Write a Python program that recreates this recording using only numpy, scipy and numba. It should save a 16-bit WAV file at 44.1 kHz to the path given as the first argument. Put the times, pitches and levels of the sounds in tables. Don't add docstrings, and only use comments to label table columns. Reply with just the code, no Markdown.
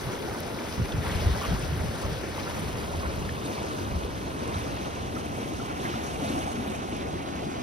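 import sys
import numpy as np
from scipy import signal
from scipy.fft import rfft, irfft
from scipy.io import wavfile
from scipy.ndimage import map_coordinates
from numba import njit

SR = 44100
rng = np.random.default_rng(int(sys.argv[2]) if len(sys.argv) > 2 else 0)


def output_pcm(signal):
    pcm = np.clip(np.atleast_2d(signal).T, -1, 1) * 32767
    wavfile.write(sys.argv[1], SR, np.round(pcm).astype(np.int16))


N = 336042
T = np.arange(N) / SR
FRAME, HOP = 512, 128

# (frequency [Hz], density [dB per Hz])
WIND_COLOUR = [(12, -32), (27, -26), (48, -6), (76, 1.5), (120, -2.5), (180, -7), (300, -20), (600, -53),
               (2000, -65)]
# (time [s], level [dB])
BREEZE_LEVELS = [(0, -44), (.6, -42.5), (2.2, -40.5), (3.8, -38.5), (4.8, -37.5), (5.8, -38.7), (7.62, -41)]
# (start [s], hold [s], level [dB])
WIND_GUSTS = [(0.02, 0.025, -37), (0.763, 0.023, -28), (0.907, 0.067, -29.5), (1.02, .02, -40),
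              (1.067, 0.15, -31), (1.233, 0.089, -30), (1.461, 0.06, -31), (1.594, 0.26, -34),
              (2.031, 0.082, -33), (2.535, 0.19, -37), (2.87, 0.3, -38), (3.155, 0.19, -37),
              (3.905, 0.044, -32), (4.11, 0.093, -43), (4.524, 0.027, -39)]
GUST_ATTACK_S, GUST_RELEASE_S = 0.025, 0.05
# (time [s], frequency [Hz], peak [dB], length to 1/e [s])
WIND_EDDIES = [(.07, 138.5, -32, 0.019), (.811, 124, -23.5, 0.011), (0.83, 85, -24.5, 0.014),
               (.986, 100.3, -18.5, 0.012), (1.275, 88, -12, 0.013), (1.317, 69, -18, 0.018),
               (1.517, 112, -19, 0.0046), (1.525, 176, -25, 0.016), (1.543, 54.4, -28, 0.059),
               (1.638, 139, -26.5, 0.011), (1.7, 85, -26, .016), (1.735, 140, -24, .014),
               (1.779, 105, -20, 0.0053), (1.814, 75, -22, 0.013), (1.843, 164, -26, 0.018),
               (1.897, 95, -25, 0.0097), (2.132, 148, -27, 0.021), (2.977, 79, -27.5, 0.034),
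               (3.08, 70, -23, 0.015), (3.199, 55.6, -31, 0.018), (3.315, 79, -32, 0.021),
               (3.97, 80, -23.5, 0.015), (4.051, 65.6, -25, 0.013), (4.57, 86, -31, .016),
               (6.613, 90, -28, 0.009)]
BUFFET_HZ, BUFFET_EQUAL_DB = 177, -19.5
HEAVE_HZ, HEAVE_DB = 50, -9

# (time [s], centre [Hz], level [dB], length to 1/e^2 [s])
BANK_SPLASHES = [(.094, 880, -33, 0.011), (0.355, 1040, -34, 0.015), (0.4054, 10500, -43, 0.00066),
                 (0.592, 2500, -34, .006), (0.923, 3500, -37.5, .007), (1.052, 9200, -42, .002),
                 (1.1, 2000, -38.5, 0.018), (1.208, 3400, -40, 0.016), (1.438, 1110, -34, 0.025),
                 (1.445, 2640, -39, .02), (1.595, 8200, -43, .008), (1.634, 2650, -40, 0.013),
                 (2.022, 7150, -44, 0.014), (2.04, 1190, -40, 0.027), (2.155, 1480, -54, .018),
                 (2.418, 1900, -47, .015), (2.476, 1350, -38, .012), (2.498, 9200, -49, .008),
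                 (3, 5000, -44, .008), (3.037, 1050, -34, .01), (3.06, 1400, -34, .02),
                 (3.294, 1700, -39, 0.0071), (3.296, 2900, -41, .005), (3.457, 7500, -44, 0.016),
                 (3.461, 3900, -38, 0.0062), (3.582, 2220, -42, 0.023), (3.647, 480, -32, 0.012),
                 (3.713, 1250, -33, 0.011), (3.915, 2280, -41, .009), (4.4783, 8000, -42, 0.00092),
                 (4.544, 3500, -43, .014), (4.548, 1250, -34, .016), (4.578, 2300, -43, 0.016),
                 (4.715, 574, -31, 0.013), (5.168, 1250, -37, .011), (5.851, 960, -30, .012),
                 (5.859, 1820, -33, 0.012), (5.886, 620, -32.5, .014), (5.898, 3100, -39, 0.012),
                 (5.926, 1620, -40, .01), (5.943, 1200, -38, .01), (6.251, 680, -34, 0.029),
                 (6.283, 3960, -42.5, 0.018), (6.386, 680, -35, 0.017), (6.39, 5400, -44, .009),
                 (6.478, 760, -34.5, 0.038), (6.6774, 12400, -47, .0007), (6.905, 570, -40, .018),
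                 (6.9681, 9400, -44, .0008), (7.176, 1770, -46, 0.015)]
# (time [s], pitch [Hz], level [dB], ring [cycles])
LOW_GULPS = [(4.728, 280.4, -25, 34), (6.222, 267, -19.5, 20), (6.3, 282, -20, 25), (6.373, 271, -20, 26),
             (6.575, 233, -25.5, 31)]
# (time [s], pitch [Hz], level [dB], ring [cycles])
WATER_DROPS = [(.405, 11500, -27.5, 40), (.725, 4800, -35, 40), (1.415, 1090, -25.5, 42),
               (1.441, 1110, -24.5, 36), (1.452, 1190, -31, 30), (3.291, 1770, -27, 42),
               (3.367, 2580, -36, 45), (4.478, 8500, -33, 45), (5.165, 1310, -33.5, 55),
               (5.599, 1360, -32, 55), (5.939, 1350, -30.5, 38), (6.6774, 12400, -39, 45),
               (6.968, 11000, -40, 50)]

# (start [s], hold [s], change of roar [dB], of foam [dB], of spray [dB])
RIVER_SURGES = [(0, .1, 1, 0.78, -0.5), (0.559, .2, 0, 1.13, 1), (1, .42, 1, 3.5, 3),
                (1.918, .06, 1.5, 1.18, 0.5), (2.329, .26, 0.6, 1.61, 2), (2.72, .28, 0.9, 0.78, 0.3),
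                (3.42, .33, 1.5, 1.48, 1.5), (4.378, .2, 1.2, 1.5, 2), (5.79, .22, -0.5, 3, 1.5),
                (6.19, .15, 1.5, 3, 3.5), (6.649, .08, 0, 1, -0.5), (6.859, .08, 0, 0.32, 0.5),
                (7.1, .1, 0, 0.58, 1.5)]
SURGE_ATTACK_S, SURGE_RELEASE_S = .06, .13
# (time [s], foam [dB], spray [dB])
CALM_RIVER = [(0, 0.5, 8), (.45, -1, 5), (.8, -0.8, 5), (1.7, 0, 5.5), (3, -0.6, 3.5), (4.25, -1, -1),
              (4.85, 0.5, -1.5), (5.2, -1.1, -2), (5.5, 0.1, -1), (6.7, -.5, -2.5), (7.15, -1.5, -7.5),
              (7.62, 0.1, -5)]
ROAR_DB = 0.22
# (frequency [Hz], facing hills [dB per Hz], facing midstream [dB per Hz], facing rapids [dB per Hz])
WATER_COLOUR = [(35, -103, -100.5, -95), (104, -60, -72, -63), (188, -63, -60.5, -61), (270, -62, -61, -58),
                (460, -62, -64, -63), (586, -64, -64, -65.5), (765, -69, -69, -63), (863, -68, -70, -70),
                (980, -70.5, -66.5, -67.5), (1190, -72.5, -71, -71), (1470, -71, -72.5, -72),
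                (1680, -74.5, -75.5, -76.5), (1990, -74.5, -78, -77), (2690, -78, -78.5, -77),
                (3520, -79.5, -80, -81), (4620, -83.5, -83, -85), (5700, -86, -85.5, -85),
                (6930, -91, -86.5, -82.5), (13500, -98, -98, -96.5), (15400, -100, -99.5, -99)]
# (frequency [Hz], share above roar [0-1], share of spray [0-1])
WATER_LAYERS = [(500, 0, 0), (1700, 1, 0), (4000, 1, 0), (9500, 1, 1)]

# (time [s], heading [0 hills - 1 rapids], left port's lag, high-frequency limit [ms],
# right port's shade [dB])
PHONE_TURN = [(0, 0.11, 0.18, 3.5), (1.5, 0.024, 0.21, 2), (2.2, 0.086, 0.19, 4), (2.9, 0.28, 0.23, -0.5),
              (3.7, 0.54, 0.27, -2), (4.4, 0.6, 0.28, -2.5), (5.7, 0.97, 0.3, -4), (6.6, 1, 0.3, -6),
              (7.62, 1, 0.35, -4.5)]
# (frequency [Hz], likeness [0-1], share in step facing hills [1],
# share in step facing rapids [1], left minus right [dB], share of the shade [1])
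PORT_PAIR = [(80, 0.71, 0.23, 1, -0.5, 0.0016), (285, 0.77, 0.29, 0.87, 2, 0), (395, 0.77, 0.28, 0, 2, 0),
             (570, 0.62, 0.075, 0, 0.5, 0.062), (740, 0.3, 0.012, 0.38, 0.5, 0.071),
             (910, 0.58, 0.36, 0, -0.5, 0), (1130, 0.57, 0.45, 0, -2, 0),
             (1860, 0.86, 0.65, 0.069, -1.5, 0), (2330, 0.86, 0.62, 0.18, 3, 0.9),
             (3300, 0.55, 0.41, 0.28, 2.5, 0.78), (4670, 0.74, 0.63, 0.45, 2.5, 0.28),
             (6200, 0, 0.37, 0.65, 5, 0.45), (6890, 1, 0, -4, -2, 0), (9300, 0.98, 0, 0, 1, 0),
             (11000, 0.94, 0, 0, -0.5, 0), (13800, 1, 0, 0, 0, 0)]
TREBLE_HZ, TREBLE_LAG_MS = 6600, .137
TOP_HZ = 15750


def amp(db):
    return 10 ** (np.asarray(db) / 20)


def unit(x):
    return x / np.sqrt(np.mean(x ** 2))


def curves(table, t):
    s, *columns = np.transpose(table)
    return [np.interp(t, s, c) for c in columns]


def spectra(table, hz):
    points, *columns = np.transpose(table)
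    return [np.interp(np.log(hz + 1), np.log(points), c) for c in columns]


def split(x):
    hz, t, z = signal.stft(x, SR, nperseg=FRAME, noverlap=FRAME - HOP)
    return hz[:, None], t, z


def join(z):
    return signal.istft(z, SR, nperseg=FRAME, noverlap=FRAME - HOP)[1][..., :N]


def patches(hz, t, rate_hz, octaves):
    where = np.broadcast_arrays(np.log2(1 + hz / 100) / octaves, t * rate_hz)
    grid = rng.standard_normal((48, 1024))
    return unit(map_coordinates(grid, where, order=2, mode="wrap"))


def envelope(t, start_s, hold_s, attack_s, release_s):
    age_s = t - start_s
    fall_s = np.maximum(age_s - attack_s - hold_s, 0)
    return np.clip(age_s / attack_s, 0, 1) * np.exp(-fall_s / release_s)


def gusts(t):
    each = [amp(db) * envelope(t, s, hold_s, GUST_ATTACK_S, GUST_RELEASE_S) for s, hold_s, db in WIND_GUSTS]
    return np.linalg.norm(each, axis=0)


def wind(flutter_db=1.5, buffet_width_hz=80, heave_width_hz=20):
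    hz = np.arange(N // 2 + 1) * SR / N

    def noise(colour):
        return unit(irfft(rfft(rng.standard_normal((2, N))) * colour, N))

    def band(centre_hz, width_hz):
        return noise(1 / (1 + (2 * (hz - centre_hz) / width_hz) ** 2))

    gust = gusts(T)
    breeze = amp(curves(BREEZE_LEVELS, T)[0])
    strength = np.hypot(gust, breeze)
    rumble = strength * noise(amp(spectra(WIND_COLOUR, hz)[0]))
    flutter = np.interp(T, T[::HOP], patches(0, T[::HOP], rate_hz=24, octaves=1))
    buffet = strength ** 2 / amp(BUFFET_EQUAL_DB) * band(BUFFET_HZ, buffet_width_hz)
    heave = gust * amp(HEAVE_DB) * band(HEAVE_HZ, heave_width_hz)
    pressure = (rumble + buffet + heave) * amp(flutter_db * flutter)
    for s, eddy_hz, db, length_s in WIND_EDDIES:
        pulse = np.exp(-((T - s) / length_s) ** 2)
        pressure[0] += amp(db) * pulse * np.cos(2 * np.pi * eddy_hz * (T - s))
    return pressure


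def splashes(relative_width=0.35):
    out = np.zeros(N)
    for s, hz, db, length_s in BANK_SPLASHES:
        resonance = signal.iirpeak(hz, 1 / relative_width, SR)
        burst = unit(signal.filtfilt(*resonance, rng.standard_normal(8192)))
        t = (np.arange(len(burst)) - len(burst) // 2) / SR
        first = int((s + t[0]) * SR)
        out[first:first + len(t)] += amp(db) * burst * np.exp(-2 * (t / length_s) ** 2)
    return out


@njit
def ring(start_s, hz, size, cycles, rise):
    out = np.zeros(N)
    for k in range(len(start_s)):
        length = int(cycles[k] * SR / hz[k]) + 1
        first = int(start_s[k] * SR)
        phase = 0.
        for i in range(min(length, N - first)):
            phase += 2 * np.pi * hz[k] * (1 + rise * i / length) / SR
            build = 1 - np.exp(-phase / 3)
            decay = np.exp(-6.9 * i / length)
            out[first + i] += size[k] * build * decay * np.sin(phase)
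    return out


def ring_table(table, rise):
    s, hz, db, cycles = np.array(table, float).T.copy()
    return ring(s, hz, amp(db), cycles, rise)


def surges(t):
    return sum(np.outer(change_db, envelope(t, s, hold_s, SURGE_ATTACK_S, SURGE_RELEASE_S))
               for s, hold_s, *change_db in RIVER_SURGES)


def bubbles(count, low_hz, high_hz, cycles, spread_db, rise=0.053):
    when, pitch, luck, life, side = rng.random((count, 5)).T
    churn = np.cumsum(amp(surges(T)[1]))
    start_s = np.interp(when, churn / churn[-1], T)
    hz = low_hz + (high_hz - low_hz) * pitch ** 2
    polarity = np.sign(side - .5)
    size = polarity * hz ** .75 * amp(-spread_db * np.log(luck + .008))
    return unit(ring(start_s, hz, size, cycles * (.5 + life), rise))


def river(rush_db=-1.4, bubble_db=-13, fizz_db=-9, gurgle_db=-24, swell_db=0.63, patch_db=0.78, flicker_db=0.73):
    near = amp(bubble_db) * bubbles(count=9000, low_hz=714, high_hz=6220, cycles=22.0, spread_db=3.0)
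    fizz = amp(fizz_db) * bubbles(count=6000, low_hz=5340, high_hz=15400, cycles=14.0, spread_db=2.0)
    gurgle = amp(gurgle_db) * bubbles(count=900, low_hz=208, high_hz=1111, cycles=28, spread_db=1.9, rise=.12)
    rush = amp(rush_db) * rng.standard_normal((2, N))
    water = rush + np.array([near + fizz + gurgle, np.zeros(N)])
    hz, t, z = split(water * np.sqrt(SR / 2))
    roar_db, foam_db, spray_db = surges(t) + np.broadcast_arrays(ROAR_DB, *curves(CALM_RIVER, t))
    facing = 2 * curves(PHONE_TURN, t)[0] - 1
    hills, midstream, rapids = spectra(WATER_COLOUR, hz)
    colour_db = midstream + abs(facing) * (np.where(facing < 0, hills, rapids) - midstream)
    above_roar, mist = spectra(WATER_LAYERS, hz)
    db = colour_db + (1 - above_roar) * roar_db + (above_roar - mist) * foam_db + mist * spray_db
    db = db + swell_db * patches(hz, t, rate_hz=75, octaves=3.3)
    db = db + patch_db * patches(hz, t, rate_hz=16, octaves=0.588)
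    db = db + flicker_db * patches(hz, t, rate_hz=70, octaves=0.561)
    return join(z * amp(db))


def microphone(field):
    hz, t, (shared, diffuse) = split(field)
    heading, lag_ms, shade_db = curves(PHONE_TURN, t)
    likeness, hills, rapids, tilt_db, shade = spectra(PORT_PAIR, hz)
    in_step = np.clip(hills + heading * (rapids - hills), 0, 1)
    lag_ms = lag_ms * (1 + 1.194 / (1 + (hz / 850) ** 2))
    spin_per_ms = 2j * np.pi * hz / 1000
    cross = in_step + (1 - in_step) * np.exp(spin_per_ms * lag_ms)
    cross = np.where(hz < TREBLE_HZ, cross, -np.exp(spin_per_ms * TREBLE_LAG_MS))
    likeness = np.clip(likeness * np.sqrt(abs(cross)), 0, 1)
    shared = shared * np.sqrt((1 + likeness) / 2)
    diffuse = diffuse * np.sqrt((1 - likeness) / 2)
    pan = amp((tilt_db + shade * shade_db) / 2)
    left = (shared + diffuse) * np.exp(-1j * np.angle(cross)) * pan
    right = (shared - diffuse) / pan
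    return join(np.array([left, right]) / np.sqrt((pan ** 2 + pan ** -2) / 2))


def scene():
    bank = splashes() + ring_table(LOW_GULPS, rise=.1)
    field = river() + wind() + np.array([bank, np.zeros(N)])
    return microphone(field) + ring_table(WATER_DROPS, rise=0.044)


def record(dry):
    low_pass = signal.ellip(10, .2, 80, TOP_HZ, fs=SR, output="sos")
    return signal.sosfilt(low_pass, dry)


dry = scene()
out = record(dry)
output_pcm(out)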